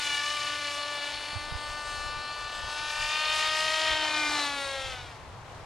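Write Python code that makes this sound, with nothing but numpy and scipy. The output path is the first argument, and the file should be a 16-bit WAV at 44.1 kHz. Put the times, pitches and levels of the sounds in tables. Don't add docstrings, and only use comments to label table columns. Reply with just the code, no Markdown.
import sys
import numpy as np
from scipy import signal
from scipy.fft import rfft, irfft, next_fast_len
from scipy.io import wavfile
from scipy.ndimage import uniform_filter1d

SR = 44100
rng = np.random.default_rng(int(sys.argv[2]) if len(sys.argv) > 2 else 0)


def persist_wave(psi):
    counts = np.round(np.clip(psi, -1, 1) * 32767).astype(np.int16)
    wavfile.write(sys.argv[1], SR, np.atleast_2d(counts).T)


N = 249165
T = np.arange(N) / SR
FRAMES = dict(nperseg=512, noverlap=384)

# time in seconds, then wake level, hiss level, hiss treble and body in dB.
PROPELLER_NOISE = [(0.0, -34.5, -35.5, -0.5, -14), (0.2, -39.5, -38, 2.5, -5), (0.5, -39, -38, -1.5, -8),
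                   (0.9, -47, -41.5, -2, 2), (1.3, -47.5, -40, -6, 1.5), (1.38, -62, -45, -4.5, 5),
                   (1.6, -65, -44.5, -2.5, 1), (1.95, -62, -48.5, 4, 6), (2.2, -56, -48.5, -1, 7.5),
                   (2.65, -48.5, -46, -1.5, 8.5), (2.85, -41, -46, 5, 8.5), (3.25, -39.5, -32, -4.5, -1),
                   (3.6, -37.5, -33, -2.5, -4.5), (3.87, -37, -29.5, -10, -4), (4.09, -37, -35.5, -0.5, 6),
                   (4.4, -43, -36, 1, 5.5), (4.55, -47, -44.5, 6, 2), (4.85, -49, -40.5, -1.5, -12),
                   (5.1, -54.5, -52, -3, -3), (5.3, -72, -73, -12, 2)]


def shaft_tones(phase):
    # order, relative level in dB.
    harmonics = [(1, -25), (2, -11.5), (3, -7.0), (4, -1.23), (5, -7.0), (6, -5), (7, -10.5), (8, -8.0),
                 (9, -9), (10, -11), (11, -16), (12, -11.5), (13, -13.5), (14, -11.5), (15, -19), (16, -14),
                 (17, -19.5), (18, -20.5), (19, -24), (20, -31), (21, -25.5), (22, -27), (23, -35),
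                 (24, -28), (25, -31.5), (26, -29.5), (27, -37), (28, -31), (29, -36), (30, -36),
                 (31, -33.5), (32, -29.5), (33, -34), (34, -43), (35, -33.5), (36, -46), (37, -52)]
    # time in seconds, level in dB, tilt in dB per octave,
    # lift of the odd orders in dB, lift of the orders above top_order in dB.
    aspect = [(0.0, -39.16, -1.5, 3, 0), (0.12, -30, -3, -8, 4), (0.3, -36, -1.5, -4.5, 7),
              (0.5, -39.5, -2.3, 1.7, 7), (0.75, -38, -2.3, -1, 8.5), (1.0, -38.5, -0.5, -4.5, 1),
              (1.25, -42.5, 1.4, -0.9, 0), (1.5, -43.5, -1.7, 1.5, 2), (2.0, -41, -1, 0.1, 5.5),
              (2.5, -42, 1.3, -1.5, -0.5), (2.8, -42, 0.6, 6.5, 3.0), (3.2, -34.5, 3, 1, -15),
              (3.8, -28.5, -1.6, -6.5, 0), (4.08, -35, -1.1, 2.8, -8.0), (4.3, -35.5, 1.6, 3.5, -1),
              (4.55, -39, 2.17, 2.5, -8), (4.8, -42.23, 3, 4.17, -11), (5.0, -50, 3, 1.5, -5.0),
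              (5.2, -62, -1, -3, -6)]
    # centre and width in seconds, order, lift in dB.
    glints = [(0.08, 0.28, 4, -11), (0.11, 0.23, 2, -24), (0.454, 0.87, 3, -8), (0.502, 1.6, 10, 9.5),
              (1.032, 1.74, 15, 13.5), (1.08, 0.3, 4, -13.5), (1.176, 0.5, 1, 10.5), (1.2, 1.5, 35, 9),
              (1.3, 0.77, 31, 15), (1.699, 0.91, 28, 12), (1.999, 0.35, 23, 12), (2.27, 1.2, 15, 6),
              (2.6, 0.42, 26, 10), (2.69, 0.26, 8, -15), (2.719, 1, 7, -16.1), (2.899, 0.33, 33, 11),
              (2.96, 1.58, 1, -10), (3.0, 0.17, 14, -21), (3.15, 0.46, 13, -16.1), (3.7, 0.6, 31, 8),
              (3.81, 0.46, 22, 6), (3.81, 0.6, 8, -8), (3.93, 0.57, 4, -8.8), (3.98, 0.31, 10, 9.5),
              (4.156, 0.12, 6, -9), (4.19, 0.24, 8, 12), (4.233, 0.11, 7, 7.7), (4.23, 0.24, 9, -21),
              (4.43, 0.73, 1, 20), (4.443, 0.14, 14, 9.4), (4.627, 0.3, 32, 24), (4.719, 0.2, 11, -6),
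              (4.765, 0.47, 2, 15), (4.78, 0.47, 9, -8), (4.899, 0.24, 12, 7), (4.96, 0.47, 4, -17)]
    top_order = 16
    level_db, tilt, odd_db, top_db = curves(aspect, T)
    fade, flutter = slow_noise(7.1, count=38), slow_noise(10.3, count=4)
    order_db = {}
    for order, base_db in harmonics:
        k = round(order)
        timbre_db = tilt * np.log2(min(k, top_order) / 5) + k % 2 * odd_db + (k > top_order) * top_db
        waver_db = (1.84 if k > 10 else 0.18) * fade[k] + 0.94 * flutter[k % 4]
        order_db[k] = level_db + base_db + timbre_db + waver_db
    for centre, width, order, lift_db in glints:
        order_db[round(order)] += lift_db * bump(centre, width)
    return -np.sqrt(2) * sum(amp(db) * np.cos(phase[k]) for k, db in order_db.items())


def order_phases(turns):
    drift, shiver = slow_noise(4.8, count=38), slow_noise(29, count=4)
    offset = rng.standard_normal(38)
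    spread = (.07, .15)
    return [2 * np.pi * (k * turns + spread[k % 2] * offset[k]) + 0.51 * drift[k] + 0.22 * shiver[k % 4]
            for k in range(38)]


def chopped_wake(phase):
    # time in seconds, eddy rate in Hz.
    shedding = [(0, 42.1), (.47, 34.4), (1, 32.17), (2.5, 37.94), (2.9, 45.8), (3.7, 51.77), (4.5, 52.3),
                (5, 44)]
    # frequency in Hz, relative gain in dB.
    spectrum = [(400, -34), (700, -10), (1500, 4), (2500, 10.5), (3500, 5), (5000, 4.5), (7000, -2),
                (11000, -27), (14000, -1)]
    beat = np.exp(2j * np.pi * np.cumsum(curves(shedding, T)[0]) / SR)
    eddies = beat * (0.25 + .5 * random_phasor(26.3)) + 0.18 * beat ** 2 * random_phasor(32)
    flutter = [.5 * random_phasor(180) for _ in range(3)]
    slip = np.cumsum(0.48 * slow_noise(2.1, count=14), axis=0)
    pulses = np.zeros(N)
    for k in range(2, 28, 2):
        throb = eddies * np.exp(1j * (0.22 * k + slip[k // 2]))
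        upper = 1 / (1 + (k / 9.0) ** 4)
        sidebands = upper * throb + throb.conj() + flutter[k // 4 % 3]
        pulses += (sidebands * np.exp(1j * phase[k])).real
    return amp(curves(PROPELLER_NOISE, T)[0]) * coloured(pulses, spectrum)


def blade_hiss(turns):
    # frequency in Hz, relative spectral density in dB.
    spectrum = [(150, -82), (250, -21.5), (498, -11.5), (589, -5.5), (652, -3.5), (1230, -4.5),
                (1590, -5.5), (3500, 2), (9920, -13), (11700, -20.5), (13900, -44)]
    strong_blade = np.exp(-(turns % 1) / 0.23)
    weak_blade = .55 * np.exp(-((turns + .5) % 1) / 0.14)
    puffs = coloured((.5 + strong_blade + weak_blade) * rng.standard_normal(N), spectrum)
    waver_db, flicker_db = [[.7], [1.6]] * slow_noise(4.8, count=2)
    hz, t, spectra = signal.stft(puffs, SR, **FRAMES)
    level_db, treble_db, body_db = curves(PROPELLER_NOISE, t)[1:]
    treble = np.clip(np.log2(hz[:, None] / 3500 + 1e-9) / 0.85, 0, 1)
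    body = np.clip(np.log2(2200 / (hz[:, None] + 1)) / 0.75, 0, 1)
    gain = amp(level_db + treble * (treble_db + np.interp(t, T, flicker_db)) + body * body_db)
    return amp(waver_db) * signal.istft(spectra * gain, SR, **FRAMES)[1][:N]


def ground_echo(direct):
    # time in seconds, delay in milliseconds, echo amplitude relative to the direct sound.
    reflection = [(0, 1.91, .32), (.12, 2.04, .34), (.3, 2.35, .3), (.5, 2.74, .3), (.75, 3.09, .3),
                  (1, 3.36, .25), (1.25, 3.76, .2), (1.5, 3.92, .24), (2, 4.07, .37), (2.5, 4.03, .33),
                  (2.8, 3.94, .2), (3.2, 3.57, .23), (3.8, 3.5, .21), (4.08, 2.82, .2), (4.3, 2.44, .25),
                  (4.55, 2.3, .24), (4.8, 1.57, .22), (5.2, 1.05, .22)]
    delay_ms, share = curves(reflection, T)
    dull = signal.lfilter(*signal.butter(1, 7000, fs=SR), direct)
    echo = np.interp(T - delay_ms / 1000, T, dull)
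    return (direct + share * echo) / np.sqrt(1 + share ** 2)


def wind():
    # time in seconds, level in dB.
    breeze = [(0.0, -55), (0.3, -64), (1.0, -70), (1.5, -54), (2.1, -53.5), (3.0, -55), (3.9, -55.5),
              (4.3, -64), (4.8, -55.5), (5.65, -58.5)]
    # frequency in Hz, relative level in dB.
    spectrum = [(10, -15), (30, 0), (60, 0), (90, -4.5), (150, -13), (250, -24), (500, -56)]
    # centre and width in seconds, lift in dB, left minus right in dB.
    gusts = [(1.144, 0.11, 8, -9), (1.59, .1, 4, -4), (2.11, 0.1, 4, 7), (2.444, 0.059, 6, 4),
             (3.032, 0.15, 9.5, -19), (3.646, 0.071, 5, 25), (3.93, 0.047, 7, -13), (4.392, 0.08, 5, -13),
             (4.8, 0.18, 3, -9)]
    # start in seconds, peak in dB, pitch in Hz, left minus right in dB, length in seconds.
    thumps = [(1.329, -33, 90, -20, 0.01), (1.346, -26.5, 95, -28, 0.044), (1.389, -48, 80, -20, 0.031),
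              (1.511, -32, 59.6, 30, 0.016), (1.518, -24.5, 87.5, -24, 0.013),
              (1.539, -26, 74.4, -28, 0.034)]
    lumps, sway = slow_noise(5, count=2)
    level_db = curves(breeze, T)[0] + 3 * lumps
    pan_db = 9.5 * sway
    for centre, width, lift_db, side_db in gusts:
        swell = bump(centre, width)
        level_db += lift_db * swell
        pan_db += (side_db - pan_db) * swell
    sides = amp(np.array([[.5], [-.5]]) * pan_db)
    sides *= 2 / np.sqrt((sides ** 2).sum(0))
    rumble = coloured(rng.standard_normal((2, N)), spectrum) * sides
    rumble *= amp(level_db + 1.1 * slow_noise(17, count=2))
    for start, peak_db, pitch_hz, side_db, length in thumps:
        envelope = np.sin(np.pi * np.clip((T - start) / length, 0, 1)) ** 2
        thump = amp(peak_db) * envelope * np.sin(2 * np.pi * pitch_hz * (T - start))
        rumble += thump * amp(np.minimum([[side_db], [-side_db]], 0))
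    return rumble


def town():
    # frequency in Hz, relative level in dB.
    spectrum = [(150, -25.5), (270, -17.5), (400, -14.5), (820, -9), (1000, -10), (1400, -16.5),
                (1900, -20), (4000, -27.5), (9000, -38), (11500, -45.5), (14000, -55)]
    wash = coloured(rng.standard_normal(N), spectrum)
    return amp(-48 + 1.1 * slow_noise(1.5, count=1)[0]) * wash


def drone(centre_hz=102.7, width_hz=81):
    # time in seconds, level in dB.
    levels = [(0.0, -62), (0.42, -55.5), (1.0, -62.5), (2.4, -58.5), (2.7, -67), (4.0, -62), (4.65, -57.5),
              (5.3, -49), (5.65, -50.5)]
    hz = np.fft.rfftfreq(N, 1 / SR)
    band = irfft(rfft(rng.standard_normal(N)) / (1 + (2 * (hz - centre_hz) / width_hz) ** 2), N)
    return amp(curves(levels, T)[0]) * unit_rms(band)


def ports(sound, incoherence):
    # frequency in Hz, left minus right in dB.
    balance = [(60, 5), (110, 2), (200, 2.5), (360, 2), (660, 3), (1210, 3.5), (2210, 3.0), (4040, 2.5),
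               (7360, 0), (13400, 2.5)]
    # frequency in Hz, phase lead of the left port in radians.
    phase_lead = [(0, -0.54), (780, 0.14), (4740, -0.16), (6030, 0.78), (7410, 0.47), (10100, 1.0),
                  (11800, 0.88), (13600, 0.56)]
    # time in seconds, further left lead in microseconds.
    off_axis = [(0, -2), (2.5, -6.5), (3.8, 1), (4.1, 13), (4.3, 14), (4.55, 8), (5, 6), (5.65, 12)]
    # frequency in Hz, likeness of the ports (1 means no scatter).
    likeness = [(200, 1), (1000, .99), (4000, 0.96), (7000, 0.93), (10000, 0.98), (13000, 0.95)]
    hz, t, spectra = signal.stft(sound, SR, **FRAMES)
    lead = at_hz(phase_lead, hz)[:, None] + 2 * np.pi * np.outer(hz, curves(off_axis, t)[0]) / 1e6
    left_gain = amp(at_hz(balance, hz) / 2)[:, None] * np.exp(.5j * lead)
    apart = incoherence * np.sqrt(1 - np.clip(at_hz(likeness, hz), 0, 1) ** 2)[:, None]
    band_rms = np.sqrt(abs(uniform_filter1d(abs(spectra) ** 2, 9, 0)))
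    scatter = apart * band_rms * np.exp(2j * np.pi * rng.random(spectra.shape))
    pair = np.array([(spectra + scatter) * left_gain, (spectra - scatter) / left_gain])
    return signal.istft(pair, SR, **FRAMES)[1][:, :N]


def amp(db):
    return 10 ** (np.asarray(db) / 20)


def unit_rms(x):
    return x / np.sqrt(np.mean(abs(x) ** 2) + 1e-20)


def at_hz(points, hz):
    knots_hz, values = np.transpose(points)
    return np.interp(np.log(hz + 1), np.log(knots_hz + 1), values)


def curves(rows, t):
    times, *columns = np.transpose(rows)
    return [np.interp(t, times, column) for column in columns]


def slow_noise(rate_hz, count):
    step = 64
    size = N // step + 2
    spectra = rfft(rng.standard_normal((count, size)))
    hz = np.fft.rfftfreq(size, step / SR)
    coarse = unit_rms(irfft(spectra / (1 + (hz / rate_hz) ** 2), size))
    return np.array([np.interp(np.arange(N) / step, np.arange(size), row) for row in coarse])


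def random_phasor(width_hz):
    noise = rng.standard_normal(N) + 1j * rng.standard_normal(N)
    return unit_rms(signal.sosfilt(signal.butter(2, width_hz / 2, fs=SR, output="sos"), noise))


def coloured(x, spectrum):
    size = next_fast_len(N)
    gain = amp(at_hz(spectrum, np.fft.rfftfreq(size, 1 / SR)))
    return unit_rms(irfft(rfft(x, size) * gain, size)[..., :N])


def bump(centre, width):
    return np.exp(-(2 * (T - centre) / width) ** 2)


def scene():
    # time in seconds, shaft rate in Hz as heard, Doppler shift included.
    shaft_rate = [(0.0, 293.4), (0.17, 290.2), (0.32, 295.8), (0.45, 293.7), (0.58, 294.6), (0.69, 289.7),
                  (0.9, 292.7), (1.03, 289.4), (1.14, 293.8), (1.27, 294), (1.45, 295.6), (1.78, 297),
                  (1.98, 293.6), (2.17, 296.1), (2.49, 294.9), (3.06, 300.7), (3.19, 305.8), (3.81, 314.5),
                  (3.87, 314), (4.32, 297.7), (4.47, 286), (4.56, 282.5), (4.62, 277.5), (4.87, 264.4),
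                  (5.05, 240), (5.16, 227.8), (5.17, 223), (5.2, 224.0)]
    turns = np.cumsum(curves(shaft_rate, T)[0]) / SR
    phase = order_phases(turns)
    plane = ground_echo(shaft_tones(phase) + chopped_wake(phase) + blade_hiss(turns))
    plane *= np.clip((5.3 - T) / 0.1, 0, 1)
    return ports(plane, incoherence=0.44) + ports(town(), incoherence=4.9) + drone() + wind()


def record(dry):
    lowpass = signal.firwin(511, 14000, window=("kaiser", 9), fs=SR)
    return signal.oaconvolve(dry, lowpass[None], "same")


dry = scene()
out = record(dry)
persist_wave(out)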